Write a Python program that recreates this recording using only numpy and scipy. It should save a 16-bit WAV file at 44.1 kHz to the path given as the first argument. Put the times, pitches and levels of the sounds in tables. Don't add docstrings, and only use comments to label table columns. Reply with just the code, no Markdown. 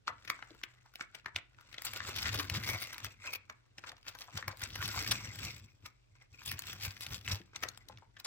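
import sys
import numpy as np
from scipy import signal
from scipy.fft import rfft, irfft, next_fast_len
from scipy.io import wavfile
from scipy.ndimage import uniform_filter1d

SR = 44100
rng = np.random.default_rng(int(sys.argv[2]) if len(sys.argv) > 2 else 0)


def attenuation_scalar(level_db):
    decades = np.asarray(level_db, float) / 20
    return 10 ** decades


def output_pcm(signal):
    pcm = np.clip(np.atleast_2d(signal).T, -1, 1) * 32767
    wavfile.write(sys.argv[1], SR, np.round(pcm).astype(np.int16))


N = 364602
RIGHT_LAG = 5
SIZZLE_HZ = 8900
CONTROL_STEP = 64


def level(x, db):
    return x * attenuation_scalar(db) / np.sqrt(np.mean(x ** 2))


def peak(x, db):
    return x * attenuation_scalar(db) / np.max(np.abs(x))


def colour(x, points):
    size = next_fast_len(x.shape[-1])
    hz, db = np.transpose(points)
    bins_hz = np.arange(size // 2 + 1) * SR / size
    gain = attenuation_scalar(np.interp(np.log(bins_hz + 1), np.log(hz), db))
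    return irfft(rfft(x, size) * gain, size)[..., :x.shape[-1]]


def band(x, lo_hz, hi_hz, order=2):
    sos = signal.butter(order, [lo_hz, min(hi_hz, .45 * SR)], "band", fs=SR, output="sos")
    return signal.sosfilt(sos, x)


def fade(t60, size):
    return np.exp(-np.log(1000) * np.arange(size) / SR / t60)


def ring(modes, size):
    t = np.arange(size) / SR
    return sum(attenuation_scalar(db) * np.sin(2 * np.pi * hz * t) * fade(t60, size) for hz, db, t60 in modes)


def walk(rate):
    hold = int(SR / rate)
    steps = np.repeat(rng.standard_normal(N // hold + 1), hold)
    return uniform_filter1d(steps, hold // 2)[:N]


def curve(rows, column):
    return np.interp(np.arange(N) / SR, np.array(rows)[:, 0], np.array(rows)[:, column])


PATCH_HZ = [330, 600, 950, 1450, 2300, 3300, 5000, 7500, 11000, 15000]
# time [s], strongest resonance [Hz], its strength [dB].
FLAP_SHAPE = [(0, 1480, 0), (1.8, 1630, 4.5), (2.5, 1600, -11), (2.72, 2220, 8), (3.05, 2400, 9.5),
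              (3.4, 2400, 7.5), (3.9, 1470, -13), (4.2, 3740, 7), (4.45, 1480, -2), (4.95, 1630, 3),
              (5.2, 2520, 8.5), (6.4, 2660, 7), (7.4, 2540, -1), (7.7, 1530, 4)]
# frequency [Hz], level per Hz [dB].
FOIL_TONE = [(150, -19), (220, 0), (380, -1), (460, -7), (1400, 1), (4300, -3), (8000, -11.5), (10500, -29)]
# time [s], strength [dB].
TAUT_RING = [(0, -20), (4.7, -21), (4.85, -7), (5.5, -1.5), (5.8, -5.5), (8.2, -13.5)]
TAUT_HZ = (5580, 7780)


def seam(per_s=260, scatter_db=2.5, most=3.72, patchy_db=2.0, pan_db=2.3, patch_t60=0.012, even_s=0.11,
         flap_db=-4.5, brighten=0.75, heavy=1.0, rest=0.07, flutter=0.14, thin=.4,
         tears_per_s=25, tear_db=3.5):
    crackle_db, sizzle_db = pull()
    shake_db = 20 * np.log10(shaking())
    slips = walk(60)
    rate = per_s / SR * np.clip(attenuation_scalar(thin * (crackle_db + 50.5)), .3, 1)
    tears = (rng.random(N) < tears_per_s / SR) * attenuation_scalar(tear_db + 0.91 * rng.standard_normal(N))
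    tears = tears * np.clip((crackle_db + 62) / 12, 0, 1)
    scatter = scatter_db * np.clip((crackle_db + 85) / 28, .4, 1)

    out = 0
    for patch, hz in enumerate(PATCH_HZ):
        size_db = scatter * np.minimum(rng.exponential(size=N), most)
        size_db = size_db + patchy_db * (slips + 2.1 * walk(30))
        if 4000 < hz < SIZZLE_HZ:
            size_db = size_db + brighten * (sizzle_db + 19.0)
        if hz < 500:
            size_db = size_db + heavy * (shake_db - crackle_db)
        ticks = (rng.random(N) < rate) * attenuation_scalar(size_db)
        if hz > 800:
            ticks = ticks + tears * attenuation_scalar(patchy_db * walk(30))
        unlike = min(0.33 + hz / 4000, .75)
        bent = walk(14) > 0
        for shape in (bent, ~bent):
            near, other = rng.standard_normal((2, 800)) * fade(patch_t60 * (1 + 600 / hz), size=800)
            far = np.sqrt(1 - unlike ** 2) * near + unlike * other
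            far = np.roll(far, RIGHT_LAG + patch % 3 - 1)
            rings = band(np.array([near, far]), hz / 1.335, hz * 1.296, order=1)
            rings = level(rings, 0) * np.sqrt(hz)
            out = out + signal.oaconvolve((ticks * shape)[None], rings, axes=1)[:, :N]
    out = out * attenuation_scalar([[pan_db / 2], [-pan_db / 2]])

    crackle = colour(out, FOIL_TONE)
    sizzle = colour(band(out, SIZZLE_HZ, SR, order=3), [(8900, 6.5), (10500, -1.5), (14000, 6.5)])
    flap_hz = curve(FLAP_SHAPE, column=1) * np.exp(flutter * walk(12))
    strength_db = flap_db + curve(FLAP_SHAPE, column=2)
    for hz in (1450, 2080, 2330, 2620, 3300):
        favour = np.exp(-(np.log2(hz / flap_hz) / 0.24) ** 2) + rest * (2000 < hz < 3000)
        gain = attenuation_scalar(strength_db + 4.5 * np.roll(slips, 9 * hz)) * favour
        crackle = crackle + gain * band(crackle, hz / 1.09, hz * 1.08)
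    taut = sum(band(crackle, hz / 1.06, hz * 1.06, order=1) for hz in TAUT_HZ)
    crackle = crackle + 2 * attenuation_scalar(curve(TAUT_RING, column=1)) * taut
    crackle, sizzle = evened(crackle, even_s), evened(sizzle, even_s)
    return attenuation_scalar(crackle_db) * (attenuation_scalar(2.5) * crackle + attenuation_scalar(sizzle_db + 2.5) * sizzle)


def evened(x, even_s):
    power = uniform_filter1d(np.mean(x ** 2, axis=0), int(even_s * SR))
    return x / np.sqrt(power + 1e-9)


# time [s], crackle [dB].
CREEP = [(0, -101), (.2, -91), (.5, -68), (.9, -75.5), (1.4, -91), (1.77, -59.5), (2.9, -51.5),
         (3.2, -71.5), (3.72, -81.5), (4.3, -64.5), (5.3, -54.5), (5.7, -76), (6.31, -86), (6.4, -57.5),
         (7.3, -66), (7.5, -76.5), (7.8, -70), (8.15, -83)]


def pull(linger=1.13, creep_sizzle_db=-26):
    shape, db, sizzle_db, _ = jerks(linger)
    points = np.minimum(np.arange(shape.shape[1]) * CONTROL_STEP, N - 1)
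    creep = attenuation_scalar(curve(CREEP, column=1)[None, points])
    crackle_db = strongest(np.vstack([shape * attenuation_scalar(db), creep]))
    bright_db = strongest(np.vstack([shape * attenuation_scalar(db + sizzle_db), creep * attenuation_scalar(creep_sizzle_db)]))
    return crackle_db, bright_db - crackle_db


# time [s], crackle [dB], sizzle relative to it [dB],
# table shake [dB], time to swell 20 dB [s]; the next three tables have the same columns.
FIRST_PULL = [(1.866, -43, -9, -67, 0.04), (2.35, -41, -10, -45, 0.04), (1.97, -45, -10, -60, 0.02),
              (1.935, -47, -20, -52.5, 0.08), (2.087, -44, -17, -49.5, 0.11), (2.182, -41, -8.5, -46, 0.05),
              (2.266, -37, -15, -42.5, 0.1029), (2.405, -39, -8.5, -39.5, 0.0625),
              (2.559, -40.5, -12, -39.5, 0.0665), (2.699, -36, -9, -42.5, 0.0955),
              (2.829, -42.5, -1.5, -60, 0.0345), (3.056, -49.5, -11, -51.5, 0.056),
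              (3.245, -68, -36, -69, 0.35), (3.277, -42.5, -34, -63, 0.0634),
              (3.306, -47.5, -9.5, -73, 0.0064), (3.336, -39.5, -3.5, -64, -0.08),
              (3.357, -41.5, -8, -68, -0.12), (2.932, -48.5, -2, -58, -0.05), (2.765, -50, -21, -60, 0.11)]
# [s, dB, dB, dB, s].
SECOND_PULL = [
    (4.089, -49, -11, -64, 0.04),
    (4.213, -52.5, -6.5, -83, 0.055),
    (4.375, -43, -22, -49.5, 0.045),
    (4.49, -48, -35, -48, 0.028),
    (4.633, -41, -11, -68, 0.038),
    (4.842, -42.5, -9.5, -43.5, 0.14),
    (4.99, -41.5, -10.5, -44.5, 0.3),
    (5.119, -46, -17.5, -44, 0.23),
    (5.455, -44.5, -12.5, -45.5, 0.14),
    (5.861, -54, -13.5, -51.5, 0.037),
]
# [s, dB, dB, dB, s].
THIRD_PULL = [
    (6.348, -59, -16, -55.5, 0.034),
    (6.481, -44, -3.5, -52, 0.062),
    (6.528, -47.5, -7, -40.5, 0.036),
    (6.702, -46.5, -11, -55, 0.096),
    (6.851, -40, -7.5, -44, 0.061),
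    (7.031, -49.5, -6.5, -58, 0.11),
    (7.125, -42, -8.5, -43, 0.063),
    (7.313, -36.5, -9.5, -42.5, 0.053),
    (7.637, -55.5, -14, -55, 0.12),
]
# [s, dB, dB, dB, s].
FINGERING = [(0.083, -50.5, -46, -70, 0.024), (0.132, -67, -45, -58, 0.021),
             (0.305, -59.5, -35, -66.5, 0.21), (.645, -78, -23, -84, 0.049), (0.86, -61, -28, -89, 0.014),
             (1.014, -51.5, -48, -85, 0.039), (1.159, -62, -36, -69, 0.078),
             (1.274, -61.5, -45, -66.5, 0.031), (1.372, -52, -44, -55, 0.029), (1.6, -71, -24, -66.5, 0.15),
             (3.512, -66, -41, -65, 0.03), (3.787, -56, -36, -61, 0.015), (3.873, -53.5, -23, -63, 0.073),
             (6.161, -69.5, -23, -81, 0.03), (6.222, -65.5, -26, -87.5, 0.053),
             (7.563, -50.5, -45, -80, 0.024), (7.921, -68, -33, -57, 0.11), (8.199, -61.5, -24, -74, 0.043),
             (8.262, -38.5, -17, -80, 0.0075)]


def jerks(linger):
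    rows = np.array(FIRST_PULL + SECOND_PULL + THIRD_PULL + FINGERING)
    s, db, sizzle_db, shake_db, swell_s = rows.T[:, :, None]
    late = (np.arange(0, N + CONTROL_STEP, CONTROL_STEP) / SR - s) / np.maximum(swell_s, .01)
    return attenuation_scalar(20 * np.minimum(late, -late / linger)), db, sizzle_db, shake_db


def strongest(gains):
    db = 10 * np.log10(np.sum(gains ** 2, axis=0) + 1e-18)
    return np.interp(np.arange(N), np.arange(gains.shape[1]) * CONTROL_STEP, db)


# time [s], peak [dB], foil pitch [Hz], sharp edge [dB]
TICKS = [(.5055, -50, 3170, -25), (.2996, -21, 1503, -13), (.6142, -49, 1470, -25),
         (1.2822, -44, 1390, -40), (.9556, -39, 2600, -7), (1.0091, -31, 1760, -30),
         (.0785, -23.5, 1190, -40), (1.5863, -47.5, 1280, -34), (1.8194, -34, 7400, -8),
         (2.4979, -28.5, 2660, -6), (2.7328, -41, 1630, -20), (2.9807, -38, 2040, -6),
         (3.0451, -32, 2120, -1), (4.4255, -34.5, 1510, -52), (4.5712, -47, 5170, -6),
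         (4.636, -24.5, 5620, -16), (4.7033, -43.5, 2520, -6.5), (5.063, -35, 2150, -11),
         (5.2729, -42, 2400, -20.5), (6.4598, -33.5, 7700, -12), (6.4784, -39.5, 2770, -12),
         (6.5149, -34, 2220, 0), (6.5912, -29.5, 7420, -6), (6.811, -45.5, 2300, -9),
         (7.0077, -37.5, 2820, 1.5), (7.2773, -28, 2150, -31), (7.5595, -33, 4530, -26),
         (7.774, -37.5, 5170, -14), (7.9733, -50, 2930, -27), (8.199, -44.5, 3200, -3.5)]
# [s, dB, Hz, dB].
CRACKS = [(.424, -38, 1270, -56), (.6345, -34, 2850, -13), (1.2592, -32.5, 1484, -27),
          (1.3597, -25, 3000, -22), (1.3846, -41.5, 2440, -42), (1.7803, -35, 2700, -32),
          (1.96, -33.5, 3840, -14), (2.003, -28.5, 1530, -50), (2.2282, -30, 4160, -10),
          (2.429, -45, 4070, -23), (3.4976, -37, 1550, -22), (3.7824, -39.5, 2340, -31),
          (3.8917, -39, 3540, -32), (4.0802, -34.5, 3800, -37), (4.218, -38.5, 3540, -33),
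          (4.3731, -35, 3360, -9.5), (4.4791, -30, 1480, -5.5), (4.7552, -34.5, 2000, -9),
          (5.0243, -30, 4260, -6), (5.0765, -37, 2230, -2), (5.8604, -43.5, 3150, -4.5),
          (6.4165, -49, 1166, -40), (6.6683, -43, 4340, -1.5), (6.8345, -39, 2450, 0.5),
          (6.8494, -32, 4400, -9), (7.0638, -34.5, 2700, -6), (7.1313, -41, 4620, -20),
          (7.6344, -27, 1540, -14), (7.686, -28, 5200, -19), (7.8855, -42.5, 4300, -8)]
# [s, dB, Hz, dB].
CRUNCHES = [(.0725, -33, 2700, -49), (.2749, -38.5, 2010, -16.5), (1.146, -40.5, 2630, -14),
            (1.74, -40, 2200, -17), (1.8482, -30, 6200, -4), (2.0761, -47, 2150, -24),
            (2.1598, -32, 3420, -5), (2.184, -41.5, 3320, -15.5), (2.2534, -33.5, 2280, -27.5),
            (2.3956, -29.5, 1430, -18), (2.5464, -35.5, 2180, -9), (2.5627, -37.5, 2260, -24),
            (2.6959, -32.5, 5600, -8), (3.2375, -44.5, 1490, -39), (3.3335, -48, 2400, -8),
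            (3.8368, -42, 1370, -52), (4.1474, -44, 1320, -13), (.247, -48, 1890, -11),
            (4.8521, -33, 3270, -6), (4.941, -39, 1260, -26), (4.974, -34, 1110, -22.5),
            (5.1125, -19.5, 4240, -13), (5.386, -42, 2680, -7), (5.4446, -34, 4300, -4),
            (6.5212, -41, 2470, -8), (6.7013, -54, 4800, -12), (7.318, -29.5, 5900, -27),
            (7.6243, -36.5, 1700, -11.5), (8.1659, -48.5, 1955, -37), (8.2458, -35, 5340, -22)]
# [s, dB, Hz,
# dB].
NICKS = [(1.7268, -39, 2830, -14), (1.934, -30.5, 2210, -2), (2.049, -32, 1440, -28),
         (2.0888, -30.5, 1070, -4), (2.3155, -40, 1230, -11), (2.3288, -23, 4400, -13),
         (2.343, -22.5, 1600, -5), (2.476, -42, 2940, -21), (2.635, -30, 1940, -8), (2.6628, -33, 1220, -9),
         (2.6891, -21.5, 1450, -5), (2.7522, -39, 2180, -13), (2.8, -38, 2170, 2), (2.822, -32, 2150, -9),
         (2.8718, -35.5, 2030, -1.5), (2.9008, -45, 2250, -3), (2.9234, -51, 2240, -11),
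         (2.9427, -36, 2430, -3), (3.002, -36.5, 1620, -14), (3.267, -33, 2250, -11),
         (3.3305, -35, 2180, -7), (3.3493, -32, 2300, -7), (3.917, -36, 1580, -19),
         (4.0651, -36.5, 1440, -20), (4.1867, -40, 3230, -3), (4.5266, -42, 1570, -19),
         (4.5945, -43.5, 2310, 3), (4.6169, -32.5, 1510, -4), (4.815, -29, 1670, -13),
         (4.8246, -24, 1660, -22), (4.8775, -24.5, 5340, -7), (4.96, -30, 980, -11),
         (5.0085, -37, 2200, -13), (5.253, -36, 2020, -7), (5.3564, -39, 2300, 0), (5.4296, -33, 2390, -8),
         (5.5261, -49, 2480, -14), (5.5628, -44, 2800, -3), (5.5962, -50, 2390, -3),
         (6.6202, -35, 2520, -2), (6.6368, -38, 2240, -11), (6.73, -37, 2220, 1), (6.9062, -36, 4200, -11),
         (6.966, -40, 2170, -13), (7.1057, -37, 2270, -14), (7.1674, -52, 2190, -9),
         (7.2105, -44, 3280, -9), (7.2472, -44, 3280, -7), (7.2634, -37.5, 2150, -3),
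         (7.415, -45.5, 2140, -27),
         (0.085, -33, 1310, -27), (0.099, -39, 1050, -22), (0.329, -58, 1550, -19),
          (0.354, -48, 2090, -20), (0.39, -41.5, 1000, -28), (0.436, -46, 1050, -22),
          (0.547, -48.5, 1110, -12), (0.737, -56, 2150, -22), (0.86, -49, 1180, -20),
          (1.029, -53, 1440, -22), (1.545, -53, 1800, -19), (1.609, -46.5, 1400, -8),
          (2.019, -36, 1320, -28), (2.414, -34, 1130, -22), (3.052, -33, 2600, -22),
          (3.065, -36.5, 2330, -17), (3.089, -58, 2650, -20), (3.839, -42, 1380, -24),
          (3.966, -47.5, 3660, -22), (4.028, -47, 3430, -22), (4.051, -50, 1460, -22),
          (4.306, -49, 3280, -22), (5.1102, -15.5, 4400, -19), (5.121, -20, 2090, -21.5),
          (6.153, -51.5, 2070, -24.5), (6.213, -51, 2090, -25), (6.329, -54, 4670, -16),
          (7.532, -46, 1100, -29), (7.649, -49, 2240, -22), (8.219, -60, 5420, -24),
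         (0.8094, -57, 5910, -16), (0.9367, -46, 1480, -9), (0.9948, -38, 1200, -23),
          (1.175, -52, 1930, -16), (1.1967, -47.5, 2200, -21), (1.2447, -47, 1580, -29),
          (1.346, -45, 1500, -30), (0.6365, -30, 1450, -25), (2.1875, -27, 2400, -8),
          (2.357, -28, 3300, -10), (3.9799, -50, 1400, -13), (6.5813, -40, 2550, -16),
          (7.2863, -39, 2330, -18), (7.3624, -45, 1640, -14), (7.9835, -47, 1410, -18),
          (8.1675, -44, 1560, -22), (8.2624, -32.5, 1290, -16)]
# frequency [Hz], level [dB], t60 [s].
TRAY_MODES = [(363, 1.5, 0.094), (718, -4.5, 0.086), (1156, -3, 0.2), (1480, 1.5, 0.12), (2150, -0.5, 0.16),
              (2870, -12.5, 0.22)]


def creases(foil_width=0.72, wide_db=-1.5, tray_db=-17.5, edge_db=7.5, body_db=-26.5, gain_db=3.8, far_db=4,
            gripped=0.75, facet_db=-5, facet_t60=0.015, spread=0.548, dull=0.43, small_db=-7.5):
    size = 2048
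    out = np.zeros((2, N + size))
    t = np.arange(size) / SR
    click = (t == 0).astype(float)
    wide = band(click, 815, 0.8 * SIZZLE_HZ, 6)
    body = band(click, 282, 1000, 2)
    edge = band(click, SIZZLE_HZ, SR, 3)
    lead_s, lead_db, lead_grow_s = .008, -26, .002
    lead_in = attenuation_scalar(lead_db) * np.exp(-np.abs(t - lead_s) / lead_grow_s)
    small = [(s, db + small_db, hz, sharp_db) for s, db, hz, sharp_db in NICKS]
    kinds = ((TICKS, 1.0), (CRACKS, 1.6), (CRUNCHES, 3.8), (small, 1.5))

    for s, db, hz, sharp_db, burst_ms in [(*row, ms) for rows, ms in kinds for row in rows]:
        pan_db = 1.6 + 1.6 * rng.standard_normal()
        push = np.maximum(t - lead_s, 0) * 1000 / burst_ms
        swell = push ** 1.44 * np.exp(-1.5 * push) + lead_in
        near, other = rng.standard_normal((2, size))
        burst = np.array([near, 0.56 * near + 0.57 * other]) * near[::-1] ** 2 * swell
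        spectrum = rfft(burst, 2 * size)

        def through(response):
            return irfft(spectrum * rfft(response, 2 * size))[:, :size]

        foil = peak(band(burst, hz * (1 - foil_width / 2), hz * (1 + foil_width / 2)), 0)
        held = []
        for mode_hz, mode_db, t60 in TRAY_MODES:
            bend, hold = rng.standard_normal(2)
            away_db = far_db * abs(np.log2(mode_hz / min(hz, 2400)))
            held_db = mode_db + np.clip(10.0 * hold, -9, 5) - away_db
            held.append((mode_hz * (1 + 0.081 * bend), held_db, t60 * gripped))
        octaves = np.log2(hz / 1500)
        snap = foil + peak(through(wide), wide_db + dull * min(sharp_db + 14, 0))
        snap = snap + peak(through(ring(held, size)), tray_db - 6.3 * octaves)
        facet_hz = np.minimum(hz * np.exp(.3 + spread * rng.standard_normal(9)), SIZZLE_HZ)
        facets = [(f, 6.7 * rng.standard_normal() - 40 * (f >= SIZZLE_HZ), facet_t60) for f in facet_hz]
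        snap = snap + peak(through(ring(facets, size=768)), facet_db)
        snap = snap + peak(through(body), body_db - 7.2 * octaves)
        snap = band(snap, 150, SIZZLE_HZ) + peak(through(edge), sharp_db + edge_db)
        lags = 0, int(RIGHT_LAG + 6 * (rng.random() - .5))
        for ear, side in enumerate((1, -1)):
            at = int((s - lead_s) * SR) + lags[ear]
            out[ear, at:at + size] += snap[ear] * attenuation_scalar(db + gain_db + side * pan_db / 2)
    return out[:, :N]


# time [s], peak [dB], pitch [Hz].
SCUFFS = [(0.09, -48, 960), (0.505, -57.5, 358), (0.539, -65.5, 324), (4.279, -52, 1030), (4.38, -48, 760),
          (4.476, -45, 810), (7.31, -49, 770), (8.25, -51, 1100), (7.399, -54, 273), (7.648, -49, 534),
          (7.894, -49, 930), (8.02, -57, 890), (3.893, -58, 760), (3.92, -59, 760), (4.526, -54, 800),
          (3.5, -58, 800), (3.062, -57, 780), (4.15, -56, 1150)]


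def scuffs(soft_s=0.005, gain_db=8.5):
    size = 4096
    out = np.zeros(N + size)
    push = np.arange(size) / SR / soft_s
    for s, db, hz in SCUFFS:
        puff = band(rng.standard_normal(size) * push * np.exp(-push), hz / 1.58, hz * 1.28)
        at = int(s * SR)
        out[at:at + size] += peak(puff, db + gain_db)
    return np.array([out[:N], 0.58 * np.roll(out[:N], RIGHT_LAG)])


# time [s], peak [dB].
TUGS = [(2.077, -40.5), (2.247, -35), (2.352, -29), (2.513, -29.5), (4.474, -34), (4.625, -35.5),
        (4.969, -30.5), (6.529, -36), (2.69, -40), (4.79, -35), (5.441, -45), (6.872, -30.5),
        (7.114, -33.5), (7.327, -26.5)]
# frequency [Hz], level [dB], t60 [s].
TABLE_MODES = [(101.7, -6, 0.12), (55, -37, 0.14), (125, -11.5, 0.04), (198, -17, 0.04), (290, -24, 0.03)]


def table(push_s=0.0025, shake_db=0.0, tug_db=-4.5):
    modes = band(ring(TABLE_MODES, size=16384), 62, 820, order=3)
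    rubbing = rng.standard_normal(N) * attenuation_scalar(3.4 * walk(30))
    shake = level(signal.fftconvolve(rubbing, modes)[:N], shake_db) * shaking()
    knocks = np.zeros(N)
    s, db = np.transpose(TUGS)
    knocks[(s * SR).astype(int)] = attenuation_scalar(db + tug_db)
    soft = peak(np.convolve(np.hanning(int(2 * push_s * SR)), modes), 0)
    boom = shake + signal.fftconvolve(knocks, soft)[:N]
    return np.array([boom, np.roll(boom, 12)]) * attenuation_scalar(0) * np.array(attenuation_scalar([[.7], [-.7]]))


def shaking(linger=1.13, slower=1.54, still_db=-80):
    shape, _, _, shake_db = jerks(linger)
    return attenuation_scalar(strongest(shape ** (1 / slower) * attenuation_scalar(shake_db))) + attenuation_scalar(still_db)


def room(x, gain_db=-12.5, t60=0.25, treble_t60=0.05, corner_hz=2200):
    noise = rng.standard_normal((2, 16384))
    dull = band(noise, 130, corner_hz)
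    tail = dull * fade(t60, size=16384) + (noise - dull) * fade(treble_t60, size=16384)
    tail = np.pad(tail, ((0, 0), (180, 0)))
    tail = tail / np.sqrt(np.sum(tail ** 2) / 2)
    return attenuation_scalar(gain_db) * signal.fftconvolve(x, tail, axes=1)[:, :N]


# frequency [Hz], level per Hz [dB].
AIR_TONE = [(12, -32), (20, -2), (55, 3.5), (86, -19.5), (107, 3.5), (127, 0.5), (168, -19), (377, -14),
            (459, -16), (1440, -26), (16000, -58.5)]
# frequency [Hz], level [dB], width [Hz].
FRIDGE_HUM = [(50.7, -76.5, 8.1), (120.7, -75, 9.7)]


def air(hush_db=-72.5):
    mid, side = rng.standard_normal((2, N))
    side = band(side, 300, 18000, order=1) + 1.4 * side
    hush = level(colour(np.array([mid + side, mid - side]), AIR_TONE), hush_db)
    hush = hush + level(band(rng.standard_normal((2, N)), 1500, 6100), -82.5)
    hum = sum(level(band(mid, hz - wide / 2, hz + wide / 2), db) for hz, db, wide in FRIDGE_HUM)
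    return hush + hum


def scene():
    foil = seam() + creases() + scuffs()
    return foil + room(foil) + table() + air()


def band_limit(x):
    return signal.sosfilt(signal.butter(12, 16830, fs=SR, output="sos"), x)


def record(dry, ceiling=0.15, top_hz=15900):
    rounded = ceiling * np.tanh(dry / ceiling)
    top_cut = signal.ellip(8, .3, 70, top_hz, fs=SR, output="sos")
    return band_limit(signal.sosfilt(top_cut, rounded))


dry = scene()
out = record(dry)
output_pcm(out)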